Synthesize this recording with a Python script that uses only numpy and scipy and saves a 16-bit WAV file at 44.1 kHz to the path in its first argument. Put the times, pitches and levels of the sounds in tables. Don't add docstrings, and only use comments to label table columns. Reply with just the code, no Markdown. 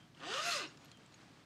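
import sys
import numpy as np
from scipy import signal
from scipy.fft import rfft, irfft, next_fast_len
from scipy.io import wavfile
from scipy.ndimage import uniform_filter1d, map_coordinates

SR = 44100
rng = np.random.default_rng(int(sys.argv[2]) if len(sys.argv) > 2 else 0)


def ratio_of_db(decibels):
    return 10 ** (np.asarray(decibels, float) / 20)


def wrap_up_sound(samples):
    columns = np.atleast_2d(samples).T
    tamed = np.clip(columns, -1, 1)
    steps = np.round(tamed * 32767).astype(np.int16)
    wavfile.write(sys.argv[1], SR, steps)


N = 63945
T_S = np.arange(N) / SR


def unit(x):
    return x / np.sqrt(np.mean(x ** 2) + 1e-20)


def along(points, hz):
    point_hz, value = np.transpose(points)
    return np.interp(np.log(hz + 1), np.log(point_hz + 1), value)


def curves(rows):
    time_s, *columns = np.transpose(rows)
    return [np.interp(T_S, time_s, column) for column in columns]


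def wobble(rate_hz):
    return map_coordinates(rng.standard_normal(400), [T_S * rate_hz])


def filtered(x, response):
    size = next_fast_len(N + SR // 2)
    spectrum = rfft(x, size) * response(np.fft.rfftfreq(size, 1 / SR))
    return irfft(spectrum, size)[..., :N]


def noise(level_db):
    return unit(filtered(rng.standard_normal(N), lambda hz: ratio_of_db(along(level_db, hz))))


def body(x, peaks, patchy_db=0, speed_db=0):
    steeper_hz = 5900
    center_hz, width_hz, level_db = np.transpose(peaks)[:, :, None]

    def resonances(hz):
        damping = 1j * hz * width_hz
        return ratio_of_db(level_db) * (damping / (center_hz ** 2 - hz ** 2 + damping)) ** 2

    parts = filtered(x, resonances)
    drift = np.array([ratio_of_db(patchy_db * wobble(25.04)) for peak in peaks]) if patchy_db else 1
    moved = parts * drift * ratio_of_db(speed_db * center_hz / steeper_hz)
    return moved.sum(axis=0) / np.std(parts.sum(axis=0))


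def impulses(at, size):
    k = np.floor(at)[:, None] + np.arange(-7, 9)
    offset = k - at[:, None]
    taps = size[:, None] * np.sinc(offset) * np.cos(np.pi * offset / 16) ** 2
    return np.bincount(np.clip(k, 0, N).astype(int).ravel(), taps.ravel(), N + 1)[:N]


# hz, level_db
HUM_SPECTRUM = [(18, -56), (30, -40), (59, -47), (86, -7), (146, 2), (178, -4), (289, -3.5), (465, -19),
                (700, -23), (910, -53), (1540, -120)]


def air():
    rumble = noise(HUM_SPECTRUM) * ratio_of_db(-62.5 + 0.5 * wobble(8.1))
    mains = ratio_of_db(-79.5) * np.sin(2 * np.pi * 58 * T_S)
    hiss = ratio_of_db(-71.5) * noise([(300, -120), (500, 7.5), (9000, -12), (15500, 1)])
    return rumble + mains + hiss


# time_s, level_db
HANDLING = [(0, -65.5), (.11, -69.5), (.3, -54.5), (.72, -60.5), (.8, -64), (.95, -64.5), (1.03, -68),
            (1.13, -63.5), (1.17, -66.5), (1.21, -65.5), (1.28, -65), (1.34, -66), (1.45, -67)]
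# hz, level_db
RUSTLE_SPECTRUM = [(240, -45), (400, -1), (760, 1.5), (821, -0.5), (1200, 1.5), (2150, -2.5), (4550, -6.5),
                   (8020, -15.5), (15500, -37)]


def cloth():
    strength_db, = curves(HANDLING)
    grains = rng.standard_normal(N) * ratio_of_db(2 * rng.standard_normal(N))
    rub = unit(filtered(grains, lambda hz: ratio_of_db(along(RUSTLE_SPECTRUM, hz))))
    return ratio_of_db(strength_db + 1.66 * wobble(23.05)) * rub


# start_s, peak_db, pitch_hz, own_db (share of that pitch)
TICKS = [(0.1479, -50, 3140, 8), (0.1738, -53, 2950, 20), (0.201, -50.5, 3230, 21), (0.7728, -49, 5150, -4),
         (0.8458, -52.5, 3220, -9), (0.857, -51, 4470, -11), (0.8817, -57.5, 2850, 4),
         (0.9156, -44, 3000, -25), (0.972, -49.5, 2830, -12), (1.033, -56.5, 3070, -7),
         (1.061, -53.5, 7640, 5.5), (1.1227, -54.5, 3850, -5), (1.1416, -49.5, 6500, -7)]
# center_hz, width_hz, level_db
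TICK_BODY = [(1280, 450, -3.5), (3040, 1600, 1.5), (3950, 660, -1.5), (5020, 510, -11), (6860, 850, -2.5),
             (9540, 540, -6)]
# start_s, pitch_hz, level_db, t60_s
RINGS = [(.002, 3180, -62.5, 0.27), (0.787, 6810, -74, .5), (.813, 9100, -80, 0.33),
         (.846, 11800, -53.5, 0.039), (0.856, 11450, -60, .035), (0.921, 3260, -63, 0.22),
         (.94, 3130, -63.5, .3), (1.143, 6660, -55, 0.043), (0.984, 442, -63, 0.21),
         (0.673, 5570, -51, .06), (.686, 6630, -59, .12)]


def tab():
    tick_db, tick_t60_s, width_over_pitch = -1, .018, .2
    ring_width_hz, ring_attack_s = 35, 0.00067
    out = np.zeros(2 * N)
    for start_s, peak_db, pitch_hz, own_db in TICKS:
        burst = ratio_of_db(-60 * T_S / tick_t60_s) * rng.standard_normal(N)
        own = body(burst, [(pitch_hz, width_over_pitch * pitch_hz, 0)])
        tick = body(burst, TICK_BODY) + ratio_of_db(own_db) * own
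        out[round(start_s * SR):][:N] += ratio_of_db(peak_db + tick_db) * tick / np.abs(tick).max()
    for start_s, pitch_hz, level_db, t60_s in RINGS:
        drift = np.cumsum(rng.standard_normal(N)) * np.sqrt(2 * np.pi * ring_width_hz / SR)
        envelope = ratio_of_db(level_db - 60 * T_S / t60_s) * (1 - np.exp(-T_S / ring_attack_s))
        out[round(start_s * SR):][:N] += envelope * np.sin(2 * np.pi * pitch_hz * T_S + drift)
    return out[:N]


def grit(place, count):
    grains_per_tooth, spread_db, lag_periods, rarest = 8, 3, .6, 0.013
    lag, big, keep, sign = rng.random((4, count, 16))
    kept = keep < grains_per_tooth / lag.shape[1]
    size = kept * np.sign(sign - .5) * ratio_of_db(-spread_db * np.log(np.clip(big, rarest, 1)))
    at = place(np.arange(count)[:, None] - lag_periods * np.log(lag))
    return impulses(at.ravel(), size.ravel())


# time_s, teeth_hz, odd_weaker (0-1), bag_tension_db
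STROKE = [
    (.2, 245.2, 1, 0.5),
    (.26, 323.5, 0.93, 2),
    (.3, 407.2, 0.4, 4.5),
    (.34, 514.6, 0.27, -1),
    (.385, 598.9, 0, 0),
    (.46, 702.5, 0.01, 1),
    (.51, 683.2, 0, 4),
    (.565, 556.4, 0, 3),
    (.635, 310, 0.3, 5),
]
# time_s, pull_db, rasp_db (over clean teeth)
FORCE = [
    (.195, -54, -37),
    (.235, -44, -4),
    (.3, -41.5, 0.5),
    (.38, -36.5, -4.5),
    (.42, -42.5, 0.5),
    (.535, -38.5, 1),
    (.6, -45.5, 7),
    (.655, -47.5, 2.5),
    (.695, -81, 11.5),
]
# center_hz, width_hz, level_db
TAPE = [(1230, 560, 1), (1813, 170, 9), (2070, 400, -9.5), (2850, 880, 3.5)]
# center_hz, width_hz, level_db
BAG = [(310, 76, 7.5), (368.5, 70, 0.5), (544, 89, -2), (693.6, 190, -3), (1198, 290, 1.5), (1417, 220, -1),
       (2660, 335, -10)]
# center_hz, width_hz, level_db
SLIDER = [(483, 230, -13.5), (1275, 420, 1.5), (1520, 330, -8), (2950, 500, 0.5), (3430, 1400, -0.5),
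          (4610, 370, 0), (6000, 250, -4), (7180, 260, -18), (7720, 200, -11), (8820, 240, -28)]
# center_hz, width_hz, level_db
FAR_END = [(450, 860, -13), (1404, 530, 0), (2000, 167, 2), (2684, 370, 4), (3970, 670, 1),
           (4940, 250, -1.5), (6680, 200, -22), (7760, 2000, -35)]
# center_hz, width_hz, level_db
FAST = [(3630, 580, 1), (4405, 1020, 0.5), (5210, 1150, 0.5), (6160, 2570, 0.5), (8160, 1800, -11.5),
        (9100, 270, -7), (11000, 3400, -6), (13200, 2600, -30), (14400, 1300, -24)]


def zipper():
    jitter_periods, bag_jitter_periods, slow_power, size_db = 0.036, 0.028, 2.8, 2
    tape_db, bag_db, slider_db, fast_db, fast_db_per_octave = -10.5, -6.5, -5, -6, 12
    patchy_db, bumps_db, heat_lag_s, cross_s, cross_width_s = 2.5, 0.03, 0.02, 0.449, 0.037
    rate_hz, odd_weaker, tension_db = curves(STROKE)
    force_db, rasp_db = curves(FORCE)
    moving = uniform_filter1d(1. 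* (T_S > FORCE[0][0]) * (T_S < FORCE[-1][0]), size=500)

    turns, tooth = np.cumsum(rate_hz) / SR, np.arange(800)

    def place(count):
        return np.interp(count, turns, np.arange(N))

    at = place(tooth).astype(int)
    draw = rng.standard_normal((len(tooth), 2))
    size = 1 + np.clip(odd_weaker[at], 0, 1) * (-1.) ** tooth
    slow = (rate_hz.max() / rate_hz[at]) ** slow_power
    teeth = impulses(place(tooth + jitter_periods * slow * draw[:, 0]), ratio_of_db(size_db * draw[:, 1]) * size)
    even = impulses(place(tooth + bag_jitter_periods * draw[:, 0]), size)

    speed_db = fast_db_per_octave * np.log2(np.interp(T_S - heat_lag_s, T_S, rate_hz) / rate_hz.max())
    far = .5 + .5 * np.tanh((T_S - cross_s) / cross_width_s)
    scrape = grit(place, len(tooth))
    slider = np.sqrt(1 - far) * body(scrape, SLIDER, patchy_db)
    slider += np.sqrt(far) * body(scrape, FAR_END, patchy_db)

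    slider_bumps, fast_bumps, tape_bumps = [ratio_of_db(bumps_db * wobble(27.1)) for layer in range(3)]
    fast = body(grit(place, len(tooth)), FAST, patchy_db, speed_db)
    rasp = ratio_of_db(slider_db) * slider_bumps * slider + ratio_of_db(fast_db) * fast_bumps * fast
    tape = ratio_of_db(tape_db) * tape_bumps * body(teeth, TAPE)
    bag = ratio_of_db(bag_db + tension_db) * body(even, BAG, patchy_db=3.5)
    return moving * ratio_of_db(force_db) * (tape + bag + ratio_of_db(rasp_db) * rasp)


# hz, t60_s
ROOM_DECAY = [(250, 0.62), (1500, 0.12), (5000, 0.25), (12000, 0.12)]


def room(x):
    hz, time_s, z = signal.stft(rng.standard_normal(SR // 2), SR, nperseg=256)
    decay = ratio_of_db(-60 * time_s / along(ROOM_DECAY, hz)[:, None])
    tail = signal.istft(z * decay, SR, nperseg=256)[1]
    return signal.fftconvolve(np.pad(x, (150, 0)), tail / np.linalg.norm(tail))[:N]


def scene():
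    room_db, tab_room_db = -11, -8
    zip_, ticks = zipper(), tab()
    echo = ratio_of_db(room_db) * room(zip_ + ratio_of_db(tab_room_db) * ticks)
    return (zip_ + ticks + echo + cloth() + air())[None]


def top_cut(x):
    return signal.sosfilt(signal.butter(12, 15630, fs=SR, output="sos"), x)


# hz, level_db
MIC = [(30, -20), (55, -1), (9000, 0), (12000, -9.5), (15500, -16.5)]


def record(dry):
    heard = filtered(dry, lambda hz: ratio_of_db(along(MIC, hz)) * (hz < 15650))
    return top_cut(heard)


dry = scene()
out = record(dry)
wrap_up_sound(out)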